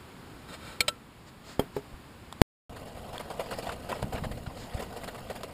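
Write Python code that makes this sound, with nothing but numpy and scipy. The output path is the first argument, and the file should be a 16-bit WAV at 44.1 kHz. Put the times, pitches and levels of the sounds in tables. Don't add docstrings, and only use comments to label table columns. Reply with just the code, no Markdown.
import sys
import numpy as np
from scipy import signal
from scipy.fft import rfft, irfft, next_fast_len
from scipy.io import wavfile
from scipy.ndimage import uniform_filter1d, map_coordinates

SR = 44100
rng = np.random.default_rng(int(sys.argv[2]) if len(sys.argv) > 2 else 0)


def bounce(signal):
    frames = np.transpose(np.atleast_2d(signal))
    limited = np.clip(frames, -1, 1)
    pcm = np.round(limited * 32767).astype(np.int16)
    wavfile.write(sys.argv[1], SR, pcm)


N = 243873
T = np.arange(N) / SR
POP_S, RESUME_S = 2.4171, 2.695
TOP_HZ = 15400


def amp(db):
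    return 10 ** (np.asarray(db) / 20)


def unit(x):
    return x / np.sqrt(np.mean(x ** 2) + 1e-20)


def along(points, hz):
    frequency, db = np.transpose(points)
    return np.interp(np.log(hz + 1), np.log(frequency + 1), db)


def bells(rows, hz):
    return sum(db * np.exp(-((hz - centre) / width) ** 2) for centre, width, db in rows)


def levels(rows, fade=.21):
    s, db = np.transpose(rows)
    inside = np.interp(T, [s[0] - 2 * fade, s[0] - fade, s[-1] + fade / 2, s[-1] + fade], [0, 1, 1, 0])
    return inside * amp(np.interp(T, s, db))


def swells(rows):
    return sum(amp(db) * np.exp(-((T - s) / half) ** 2 / 2) for s, db, half in rows)


def burst(s, hold, t60, rise):
    t = np.maximum(T - s, 0)
    return (1 - np.exp(-t / rise)) * 1000. ** -np.clip((t - hold) / t60, 0, 10)


def wobble(rate):
    return map_coordinates(rng.standard_normal(int(N * rate / SR) + 4), [T * rate])


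def white():
    return rng.standard_normal(N)


def filtered(x, response):
    size = next_fast_len(N + SR // 2)
    return irfft(rfft(x, size) * response(np.fft.rfftfreq(size, 1 / SR)), size)[..., :N]


def coloured(x, spectrum, resonances=()):
    return unit(filtered(x, lambda hz: amp(along(spectrum, hz) + bells(resonances, hz))))


def friction(rate, spread_db, smooth_db):
    slips = (rng.random(N) < rate / SR) * np.sign(white())
    slips *= amp(spread_db * np.clip(white(), -2, 2))
    return unit(unit(slips) + amp(smooth_db) * white())


def ring(s, modes, rise):
    t = np.arange(SR // 2) / SR
    tone = sum(amp(db) * np.exp(-np.log(1000) * t / t60) * np.sin(2 * np.pi * hz * t)
               for hz, db, t60 in modes)
    return np.pad(tone * (1 - np.exp(-t / rise)), (round(s * SR), N))[:N]


# (time [s], level [dB])
AIR_LEVELS = [(0.0, -51.5), (0.8, -51), (1.04, -55.5), (1.82, -52.5), (2.3, -53)]
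# (frequency [Hz], density [dB])
AIR_SPECTRUM = [(100, -25), (300, 4), (600, -3), (1050, -2), (1700, -7), (3400, -12.5), (8000, -20.5),
                (15000, -26.5)]
RUMBLE_SPECTRUM = [(15, -15), (40, -4), (75, 2), (140, -0.5), (260, -2), (360, -20), (600, -23.5),
                   (1500, -38.5)]
GROUND_SPECTRUM = [(15, -4), (35, -1), (70, 2), (140, -1), (240, -2.5), (400, -16), (700, -26), (1500, -39)]
# (centre [s], level [dB], half length [s])
WEIGHT_SHIFT = [(4.22, -45.5, 0.16)]


def outdoors(rumble_db=0.5, tread_db=-47):
    air = levels(AIR_LEVELS)
    tread = (T > RESUME_S) * (amp(tread_db) + swells(WEIGHT_SHIFT))
    ground = tread * coloured(white(), GROUND_SPECTRUM)
    unevenness = amp(wobble(17))
    rumble = amp(rumble_db) * air * coloured(white(), RUMBLE_SPECTRUM)
    return unevenness * (rumble + ground) + air * coloured(white(), AIR_SPECTRUM)


# (centre [s], level [dB], half length [s])
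SLIDES = [(.5, -46.5, .012), (.54, -42.5, 0.013), (.685, -46.5, .06)]


def scrape(width_hz=75, lift_db=9):
    resonances = [(hz, width_hz, lift_db) for hz, *_ in STEEL_MODES]
    spectrum = [(150, -10), (1200, 5.5), (2300, -4.5), (4000, -2.5), (8000, -9.5), (15000, -18.5)]
    rub = friction(rate=4000, spread_db=2, smooth_db=0)
    return swells(SLIDES) * coloured(rub, spectrum, resonances)


# (time [s], level [dB], frequency [Hz])
BUMPS = [(.508, -35, 190), (1.941, -37.5, 41), (4.031, -23, 100), (4.045, -21.5, 148), (4.147, -25, 80),
         (4.477, -25.5, 109), (4.752, -22.5, 74)]


def bumps(cycles=0.37, rock_start_s=4.226, rock_period_s=0.043, rock_db=-22.5, loss_db=2.5, rock_hz=133):
    rocking = [(rock_start_s + k * rock_period_s, rock_db - k * loss_db, rock_hz) for k in range(4)]
    out = np.zeros(N)
    for s, db, hz in BUMPS + rocking:
        phase = hz * (T - s)
        out += amp(db) * np.exp(-(phase / cycles) ** 2) * np.cos(2 * np.pi * (phase + rng.random()))
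    return out


# (frequency [Hz], t60 [s], level at first contact [dB], level at second [dB])
STEEL_MODES = [(495, 0.2, -43, -45), (590, 0.04, -33, -21), (1335, 0.13, -36, -32), (1534, 0.06, -47, -34),
               (1900, 0.03, -36, -25), (2265, 0.022, -12, -19), (2375, 0.022, -11, -23),
               (2770, 0.04, -34, -29), (3150, 0.035, -25, -21), (3670, 0.035, -26, -25),
               (3960, 0.035, -25, -18), (4285, 0.03, -17, -37), (5100, 0.03, -31, -26),
               (6900, 0.04, -36, -32), (7695, 0.033, -23, -46), (8040, 0.04, -33, -25),
               (8330, 0.035, -33, -32), (8845, 0.035, -34, -30), (9660, 0.024, -22, -31),
               (10660, 0.12, -53, -49), (13330, 0.11, -54, -50), (14330, 0.026, -26, -34),
               (15150, 0.03, -36, -35)]
# (time [s], chatter level [dB], chatter length [s], ring gain [dB])
CLINKS = [(.8054, -18.5, 0.0012, 5), (.8804, -26, 0.0072, 3.5)]
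# (frequency [Hz], density [dB])
CHATTER_SPECTRUM = [(60, -3.5), (600, -4), (1700, -7), (3500, 0.5), (5500, -5), (8500, -8.5), (11000, -24),
                    (15000, -18)]


def clinks():
    out = np.zeros(N)
    for point, (s, chatter_db, length, ring_db) in enumerate(CLINKS):
        modes = [(hz, point_db[point], t60) for hz, t60, *point_db in STEEL_MODES]
        out += amp(ring_db) * ring(s, modes, rise=0.0028)
        contact = burst(s, length, t60=.028, rise=.0002)
        out += amp(chatter_db) * contact * coloured(white(), CHATTER_SPECTRUM)
    return out


# (centre [s], level [dB], half length [s])
SWISHES = [(1.283, -53, 0.012), (1.505, -48, 0.036), (1.77, -51, 0.017), (4.62, -48, 0.036)]
# (frequency [Hz], density [dB])
CLOTH_SPECTRUM = [(1200, 8), (2800, 2.5), (5000, 5.5), (7300, 2.5), (9500, -10), (15000, -12.5)]


def sleeve():
    return swells(SWISHES) * coloured(friction(rate=1700, spread_db=-3, smooth_db=5), CLOTH_SPECTRUM)


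# (time [s], timber [dB], pipe [dB], blow [dB], crack [dB], contact time [s])
KNOCKS = [(1.5951, -21.5, -28.5, -10.5, -26.5, .0012), (1.7656, -22, -60, -47, -36, 0.0028)]
# (frequency [Hz], level [dB], t60 [s])
TIMBER_MODES = [(147, -16, 0.155), (278, -6, 0.086), (374, -9, 0.039), (412, -2, 0.1), (485, -8.5, 0.083),
                (675, -20, 0.15), (835, -9, 0.043), (1490, -27, 0.041)]
PIPE_MODES = [(3215, 0, .04), (5050, -11, .04), (6950, -14, .04), (8770, -9, .04), (11590, -16, .07),
              (12410, -16, .07)]
# (frequency [Hz], density [dB])
CRACK_SPECTRUM = [(100, 4), (800, -0.5), (2000, -10), (4000, -21.5), (9000, -24), (15000, -19)]


def knocks():
    out = np.zeros(N)
    for s, timber_db, pipe_db, blow_db, crack_db, contact in KNOCKS:
        out += amp(blow_db) * np.sin(np.pi * np.clip((T - s) / contact, 0, 1))
        out += amp(timber_db) * ring(s, TIMBER_MODES, rise=0.00077)
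        out += amp(pipe_db) * ring(s, PIPE_MODES, rise=.0005)
        crack = burst(s - .0015, 0.0053, t60=0.012, rise=0.0005)
        echo = amp(-12) * burst(s, 0.0045, t60=0.24, rise=0.0028)
        out += amp(crack_db) * (crack + echo) * coloured(white(), CRACK_SPECTRUM)
    return out


# (time [s], level [dB], t60 [s])
TICKS = [(2.3258, -25.5, 0.01), (3.18, -36, 0.021), (4.027, -28.5, 0.016), (5.433, -31, 0.031)]


def ticks():
    envelope = sum(amp(db) * burst(s, 0, t60, rise=.0002) for s, db, t60 in TICKS)
    spectrum = [(100, -6), (1100, 12.5), (2400, -0.5), (4500, 2.5), (15000, -13.0)]
    return envelope * coloured(white(), spectrum)


def shifting(x, patchy_db, size=512):
    spectrogram = signal.stft(x, nperseg=size)[2]
    patches = uniform_filter1d(rng.standard_normal(spectrogram.shape), size=3, axis=0)
    patches = uniform_filter1d(patches, size=6, axis=1)
    return unit(signal.istft(spectrogram * amp(patchy_db * unit(patches)), nperseg=size)[1][:N])


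def gravel(centre_hz, octaves, cycles, spread_db, count):
    start = rng.integers(0, N, (count, 1))
    pitch, size = rng.standard_normal((2, count, 1))
    age = np.arange(SR // 80)
    phase = np.minimum(centre_hz * 2 ** (octaves * pitch), TOP_HZ) * age / SR
    grains = amp(spread_db * np.clip(size, -2, 2)) * np.exp(-phase / cycles) * np.sin(2 * np.pi * phase)
    return unit(np.bincount((start + age).ravel(), grains.ravel(), N)[:N])


def scuff(s, db, length, slip_period_s=.028, sag_db=7.5):
    cycle = np.clip(T - s, 0, length) / slip_period_s % 1
    return amp(db + sag_db * (.5 - cycle)) * burst(s, length, t60=.06, rise=.003)


def shuffles(count=16, first_s=3.2, last_s=5.45, db=-35.5, spread_db=1.5, length_s=0.0085):
    return [(first_s + (last_s - first_s) * (k + when) / count, db - spread_db * (2 * size - 1), length_s)
            for k, (when, size) in enumerate(rng.random((count, 2)))]


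# (time [s], level [dB])
RUBBING_LEVELS = [(2.9, -46.5), (3.3, -46), (3.58, -41), (3.81, -45.5), (3.95, -39.5), (4.07, -46.5),
                  (4.4, -48.5), (4.75, -43.5), (4.95, -45), (5.53, -46.5)]
# (time [s], level [dB], length [s])
SCUFFS = [(2.76, -37, 0.016), (3.128, -33.5, 0.036), (3.194, -31.5, 0.015), (3.299, -33, 0.016),
          (3.394, -27.5, .024), (3.507, -29.5, .026), (3.584, -30, .01), (3.623, -35, .008),
          (3.663, -33, 0.072), (3.889, -29, 0.043), (4.021, -29.5, .011), (4.123, -30.5, 0.064),
          (4.236, -28, 0.015), (4.313, -34.5, 0.0074), (4.46, -33.5, 0.01), (4.768, -34, 0.068),
          (4.924, -36, .007), (4.969, -36, .007), (5.033, -31.5, .013), (5.076, -28, 0.012),
          (5.297, -30, 0.016), (5.351, -33, 0.017), (5.432, -30, 0.0091)]
# (frequency [Hz], density [dB])
SOIL_SPECTRUM = [(130, 11), (300, -6.5), (480, 1), (700, 1), (1100, -8), (1700, -13.5), (2500, -15),
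                 (4000, -30.5), (8000, -48)]
GRIT_SPECTRUM = [(1200, -39), (2800, -0.5), (4500, 1.5), (7000, -3), (9000, -6.5), (11000, -13),
                 (15000, -16)]
# (centre [Hz], width [Hz], gain [dB])
SCUFF_RESONANCES = [(480, 50, 3), (690, 110, 3), (1000, 60, 2.5), (1250, 70, 3.5), (1500, 70, 3.5),
                    (1920, 80, 5), (2830, 150, 5), (3200, 100, 4)]


def worker(spray_db=-19, packed_db=-4, rustle_db=-13, pebble_db=-17.5):
    rubbing = levels(RUBBING_LEVELS)
    stroke = np.sqrt(sum(scuff(*row) ** 2 for row in SCUFFS + shuffles()))
    weight = swells(WEIGHT_SHIFT)
    spray = stroke * amp(spray_db + packed_db * weight / weight.max())
    soil_gain = np.hypot(amp(-1.5) * rubbing, amp(-7.5) * stroke)
    grit_gain = np.hypot(amp(rustle_db) * rubbing, spray)
    catch_db = 1.1 * wobble(55)
    clump_db = 1.6 * wobble(170)
    grinding = friction(rate=2000, spread_db=2.0, smooth_db=-0.5)
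    grinding = filtered(grinding, lambda hz: 1 - np.exp(-(hz / 220) ** 4))
    soil = shifting(coloured(grinding, SOIL_SPECTRUM, SCUFF_RESONANCES), patchy_db=2)
    sand = coloured(friction(rate=1300, spread_db=1.5, smooth_db=11.0), GRIT_SPECTRUM, SCUFF_RESONANCES)
    crunch = gravel(centre_hz=4030, octaves=0.512, cycles=7.6, spread_db=4.0, count=1100)
    crackle = gravel(centre_hz=11500, octaves=.3, cycles=8, spread_db=2, count=5000)
    grit = amp(clump_db) * (shifting(sand, patchy_db=2.5) + (crunch + crackle) / 2)
    pebbles = gravel(centre_hz=1398, octaves=0.585, cycles=8.1, spread_db=1.5, count=700)
    return amp(catch_db) * (soil_gain * soil + grit_gain * grit) + amp(pebble_db) * stroke * pebbles


# (time [s], level [dB], pitch [Hz])
STONES = [(3.18, -22, 3360), (3.669, -26, 720), (3.695, -24.5, 1370), (3.927, -20.5, 1010),
          (4.027, -24.5, 624)]
# (frequency / pitch [1], level [dB])
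STONE_MODES = [(1, 0), (1.27, -11), (2.6, -12.5)]


def stones(t60_cycles=24):
    out = np.zeros(N)
    for s, db, hz in STONES:
        modes = [(hz * ratio, db + mode_db, t60_cycles / hz) for ratio, mode_db in STONE_MODES]
        out += ring(s, modes, rise=0.00042)
    return out


def scene():
    mono = outdoors() + scrape() + bumps() + clinks() + sleeve() + knocks() + ticks()
    mono += worker() + stones()
    return np.array([mono, mono])


# (centre [Hz], width [Hz], gain [dB])
NOTCHES = [(5990, 546, -11.5), (11950, 210, -13.5)]


def record(dry):
    live = (T < POP_S) | (T > RESUME_S)
    t = T - POP_S
    sag = np.exp(-(t / .002) ** 2)
    pop = np.array([-sag * ((t > 0) & (t < length_s)) for length_s in (.0016, 0.00077)])
    sound = filtered(dry * live + pop, lambda hz: amp(bells(NOTCHES, hz)))
    return filtered(sound, lambda hz: 1 / (1 + (hz / TOP_HZ) ** 160))


dry = scene()
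out = record(dry)
bounce(out)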